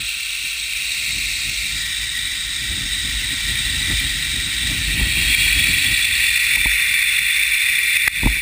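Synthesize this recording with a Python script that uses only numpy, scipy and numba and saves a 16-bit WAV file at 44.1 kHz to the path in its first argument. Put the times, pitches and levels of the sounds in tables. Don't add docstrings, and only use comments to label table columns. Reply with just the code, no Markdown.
import sys
import numpy as np
from scipy import signal
from scipy.fft import rfft, irfft
from scipy.io import wavfile
from scipy.ndimage import uniform_filter1d
from numba import njit

SR = 44100
rng = np.random.default_rng(int(sys.argv[2]) if len(sys.argv) > 2 else 0)


def bounce(signal):
    frames = np.transpose(np.atleast_2d(signal))
    limited = np.clip(frames, -1, 1)
    pcm = np.round(limited * 32767).astype(np.int16)
    wavfile.write(sys.argv[1], SR, pcm)


N = 370881


def undb(db):
    return 10 ** (np.asarray(db) / 20)


def unit(x):
    return x / np.sqrt(np.mean(x ** 2))


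def curves(table):
    t_s, *columns = np.transpose(table)
    return [np.interp(np.arange(N) / SR, t_s, column) for column in columns]


def walk(rate_hz):
    hold = int(SR / rate_hz)
    steps = np.repeat(rng.standard_normal(N // hold + 1), hold)
    return unit(uniform_filter1d(uniform_filter1d(steps, hold), hold)[:N])


def resonance(x, f_hz, width_hz):
    b, a = signal.iirpeak(f_hz, f_hz / (1.5 * width_hz), SR)
    return signal.lfilter(b, a, signal.lfilter(b, a, x))


def ring(times_s, levels_db, modes, rise_s=0.0011):
    out, t = np.zeros(N + SR), np.arange(SR // 2) / SR
    chances = rng.standard_normal((len(times_s), len(modes)))
    for start_s, level_db, chance in zip(times_s, levels_db, chances):
        blow = np.zeros(len(t))
        for (f_hz, mode_db, t60_s), c in zip(modes, chance):
            decay = 1000. ** (-t / t60_s)
            blow += undb(mode_db + 0.26 * c) * np.sin(2 * np.pi * f_hz * t) * decay
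        start = int(start_s * SR)
        out[start:start + len(t)] += undb(level_db) * blow * (1 - np.exp(-t / rise_s))
    return out[:N]


# t/s, level/dB
ROLLING_LEVEL = [(0.0, -24), (0.55, -24), (1.1, -21.5), (1.3, -22), (2.55, -23.5), (3.98, -20), (4.35, -22),
                 (5.08, -20), (5.39, -12), (6.06, -16.5), (6.53, -14), (7.3, -16.5), (8.0, -15.5),
                 (8.3, -19.5), (8.41, -21.5)]
# f/Hz, width/Hz, relative level/dB in head poses 0, 1, 2, 3, 4
TROLLEY_RESONANCES = [(645, 14.7, -20.5, -15, -22.5, -22.5, -42), (912, 140, -24.5, -24, -20.5, -24.5, -32),
                      (1125, 63, -18, -18, -16, -20, -17.5), (1377, 95, -12, -14, -9.5, -17, -15.5),
                      (1544, 125, -11.5, -14.5, -7.5, -13, -9), (1813, 73, -5.5, -5.5, 1, -2.5, -2),
                      (1932, 108, -7, -3.5, 7, 3.5, 6.5), (2122, 132, -2.5, 3.5, 0, -5.5, 5.5),
                      (2344, 107, 5, 7, 4, 8, 11.5), (2530, 107, 5.5, 6, -7.5, 5, 6.5),
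                      (2718, 165, 8, 5, 0, 3, 2), (3034, 114, -5, -12, 0, -5.5, -35),
                      (3272, 163, 1, -3, 0.5, -1, -19), (3529, 138, -1, -3.5, 5.5, -3.5, 6.5),
                      (3791, 160, 4.5, 6.5, 11, 2, -7), (4087, 255, 1.5, 2.5, -3, -2.5, -5),
                      (4392, 152, -1.5, 1.5, -10, -1.5, -8), (4765, 264, -6, -3, -1.5, -9.5, -12.5),
                      (5030, 220, -16, -14, -7, -36, -17.5), (5316, 234, -17, -7.5, -4.5, -12.5, -14),
                      (5596, 208, -2, -2.5, -5.5, -11.5, -11), (5850, 280, -24, -11, -11, -18.5, -23)]
# t/s, pose [0 up at the trolley, 1 turning away, 2 side on, 3 turning ahead, 4 down the cable]
HEAD_POSE = [(0, 0), (.7, .2), (1.1, 1), (1.6, 1.1), (1.85, 1.9), (3.0, 2), (3.3, 2.2), (4.6, 2.2),
             (5.15, 3), (6.2, 3.2), (6.7, 4), (8.41, 4)]


def trolley(tick_rate_hz=3500., scatter_db=1.5):
    pose = curves(HEAD_POSE)[0]
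    struck = rng.random(N) < tick_rate_hz / SR
    ticks = struck * undb(scatter_db * rng.exponential(size=N)) * rng.standard_normal(N)
    rolling = climbing(ticks)
    for f_hz, width_hz, *pose_db in TROLLEY_RESONANCES:
        own = np.roll(ticks, rng.integers(N))
        level_db = np.interp(pose, np.arange(len(pose_db)), pose_db)
        level_db = level_db + 0.15 * walk(2.24) + 0.72 * walk(25)
        rolling = rolling + undb(level_db) * resonance(own, f_hz, width_hz)
    loudness = np.sqrt(uniform_filter1d(rolling ** 2, SR // 2))
    return rolling / loudness * undb(curves(ROLLING_LEVEL)[0] + skipping() + unloading())


# t/s, swell level/dB before smoothing
WHEEL_SKIPS = [(4.676, 7), (5.603, 6.5), (5.674, 8), (6.055, 7), (6.244, 5), (6.38, 6.5), (6.445, 4),
               (6.561, 7), (6.721, 6), (7.029, 5.5), (7.093, 3), (7.194, 6.5), (7.364, 3), (7.437, 6),
               (7.551, 3), (7.972, 7), (8.355, 5)]


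def skipping(rate_hz=37.0, small_db=1.0, swell_s=0.0057):
    peaks = (rng.random(N) < rate_hz / SR) * small_db * rng.random(N)
    for t_s, swell_db in WHEEL_SKIPS:
        peaks[int(t_s * SR)] = swell_db
    swell = signal.lfilter([1], [1, -np.exp(-1 / (swell_s * SR))], peaks[::-1])[::-1]
    smoother = np.hanning(SR // 400)
    return np.convolve(swell, smoother / smoother.sum(), "same")


def air(spectrum):
    f_hz, level_db = np.transpose(spectrum)
    log_hz = np.log(np.fft.rfftfreq(N, 1 / SR) + 1)
    return rfft(rng.standard_normal(N)) * undb(np.interp(log_hz, np.log(f_hz), level_db))


# t/s, level/dB
WIND_LEVEL = [(0.0, -38.5), (0.13, -48.5), (0.91, -44), (1.2, -37.5), (2.5, -38), (2.8, -32), (4.2, -30),
              (4.6, -33.5), (4.8, -25.5), (5.69, -25.5), (5.98, -36), (6.7, -36.5), (7.16, -44.5),
              (8.1, -41.5), (8.2, -34), (8.3, -29), (8.41, -48)]
# t/s, swell level/dB
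GUST_CRESTS = [(1.25, 0.5), (1.49, 3.5), (1.77, 4), (2.02, 2), (2.33, 1), (2.7, 4.5), (3.06, 6), (3.63, 2),
               (3.92, 8), (4.49, 4), (4.72, 3.5), (4.9, 5.5), (5.03, 7.5), (5.19, 4.5), (5.43, 2),
               (5.57, 3.5), (5.7, 1.5), (5.92, 7), (6.6, 8), (6.67, 4), (6.91, 2.5), (7.23, 5)]


def gusting(rise_s=0.036, fall_s=0.032, waver_db=1):
    t, level_db = np.arange(N) / SR, curves(WIND_LEVEL)[0] + waver_db * walk(9)
    for crest_s, swell_db in GUST_CRESTS:
        width_s = np.where(t < crest_s, rise_s, fall_s)
        level_db = level_db + swell_db * np.exp(-((t - crest_s) / width_s) ** 2)
    return level_db


# f/Hz, relative spectral level/dB per Hz
BUFFET_SPECTRUM = [(12, -41), (20, -30.5), (38, -2), (59, 2.5), (231, -17), (289, -15.5), (357, -25),
                   (524, -39), (624, -31), (731, -40), (855, -31.5), (1020, -45), (1300, -33.5),
                   (1690, -44), (2860, -120)]
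# f/Hz, relative spectral level/dB per Hz
CALM_SPECTRUM = [(12, -38), (20, -9), (54, 1), (114, -40), (335, -24.5), (381, -23.5), (755, -30),
                 (900, -46), (1170, -49), (1980, -120)]
CALM_DB = -50
VENT_HZ, VENT_WIDTH_HZ, VENT_T60_S = 50.7, 19.4, 0.33


def wind():
    eddies = air(BUFFET_SPECTRUM)
    upper = np.clip(np.log2((np.fft.rfftfreq(N, 1 / SR) + 1) / 60.), 0, 1)
    burst = walk(11)
    low, high = irfft(eddies * (1 - upper), N), irfft(eddies * upper, N)
    low = 0.67 * low + 1.04 * resonance(low, VENT_HZ, VENT_WIDTH_HZ)
    low = low * undb(0.31 * burst)
    high = high * undb(0.85 * burst + 2.4 * walk(40) + 1.0)
    gusts = unit(low + high) * undb(gusting())
    return gusts + undb(CALM_DB) * unit(irfft(air(CALM_SPECTRUM), N))


# t/s, f/Hz, level/dB on the scale of TROLLEY_RESONANCES
CLIMBING_RESONANCE = [(4.7, 3240, -30), (5.05, 3260, 2), (5.4, 3320, 5), (5.9, 3430, 5), (6.3, 3520, 5),
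                      (6.7, 3530, -6), (7.0, 3530, -30)]


def climbing(ticks, width_hz=103.0):
    f_hz, level_db = curves(CLIMBING_RESONANCE)
    spin = np.exp(2j * np.pi * np.cumsum(f_hz) / SR)
    lowpass = signal.butter(2, width_hz / 2, fs=SR, output="sos")
    smooth = signal.sosfilt(lowpass, ticks / spin)
    return 2 * undb(level_db) * np.real(smooth * spin)


# vent boom level/dB, lid ring level/dB
CASE_SLAPS = [(4.996, -22, -9, -7), (5.012, -18.5, 7, -11), (5.173, -26, -10, -6), (5.466, -23, -11, -8),
              (6.571, -24.5, -8, 2), (6.658, -15.5, 1, -0.5), (8.166, -39, -6, -6), (8.224, -27, 4, -37),
              (8.2334, -12.5, 2.5, -8), (8.245, -15.5, -14, -27), (8.258, -10, -7, -9),
              (8.2619, -3.5, -8, -38), (8.271, -13, -23, -0.5), (8.369, -30, 5, -8)]
# f/Hz, relative level/dB, t60/s
CASE_MODES = [(127, 10.5, 0.015), (249, -6, 0.04)]
# f/Hz, relative level/dB, t60/s
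LID_MODES = [(670, -14.5, 0.05), (914, 7, 0.015)]


def slaps():
    t_s, suction_db, boom_db, lid_db = np.transpose(CASE_SLAPS)
    lid = ring(t_s, suction_db + lid_db, LID_MODES)
    case = ring(t_s, suction_db, CASE_MODES)
    vent = ring(t_s, suction_db + boom_db, [(VENT_HZ, 0, VENT_T60_S)])
    return lid - case - vent


def strands(from_s=6.3, to_s=8.08, fade_s=.15, start_hz=480, sag_hz_per_s=60, level_db=-61):
    t = np.arange(N) / SR
    f_hz = (start_hz - sag_hz_per_s * (t - from_s)) * (1 + .018 * walk(40))
    fade = np.clip(np.minimum(t - from_s, to_s - t) / fade_s, 0, 1)
    return fade * undb(level_db + 4.0 * walk(14)) * np.sin(2 * np.pi * np.cumsum(f_hz) / SR)


# t/s, level/dB
BRAKE_BLOWS = [(8.0768, 6.5), (8.0792, 5)]
# f/Hz, relative level/dB, t60/s
BLOCK_MODES = [(220, -20, .012), (600, -20, .007), (950, -20, .006), (1290, -14, .008), (1650, -11, .006),
               (1950, 0, .0095), (2420, -6, .007), (3100, -12, .006), (4010, -10, .006), (5200, -11, .005)]


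def brake():
    return ring(*np.transpose(BRAKE_BLOWS), BLOCK_MODES, rise_s=.0004)


def unloading(dip_db=-6, fall_s=.012, return_s=.06):
    since_s = np.maximum(np.arange(N) / SR - BRAKE_BLOWS[0][0], 0)
    return dip_db * (1 - np.exp(-since_s / fall_s)) * np.exp(-(since_s / return_s) ** 2)


def scene():
    mono = trolley() + wind() + slaps() + strands() + brake()
    return np.array([mono, mono])


@njit
def ride(x, sensed, top, drop, release, lag):
    y, cut = np.empty(len(x)), np.zeros(len(x) + 1)
    for i in range(len(x)):
        gain = np.exp(-cut[max(i - lag, 0)])
        y[i] = x[i] * gain
        cut[i + 1] = cut[i] + (drop if abs(sensed[i]) * gain > top else -release * cut[i])
    return y


def record(dry, sense_hz=500., bass_cut_hz=28, clip_level=.85, top_hz=15330):
    sensed = signal.sosfilt(signal.butter(1, sense_hz, "high", fs=SR, output="sos"), dry[0])
    mono = ride(dry[0], sensed, top=.46, drop=.016, release=4.5e-4, lag=int(.004 * SR))
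    mono = signal.sosfilt(signal.butter(2, bass_cut_hz, "high", fs=SR, output="sos"), mono)
    mono = clip_level * np.tanh(mono / clip_level)
    antialias = signal.firwin(147 * 60 + 1, 1.03 / 147)
    slow = signal.resample_poly(mono, 40, 147, window=antialias)
    held = np.repeat(slow, 4)
    held = signal.resample_poly(held, 147, 160)[:N]
    held = signal.sosfilt(signal.ellip(10, .2, 80, top_hz, fs=SR, output="sos"), held)
    return np.array([held, held])


dry = scene()
out = record(dry)
bounce(out)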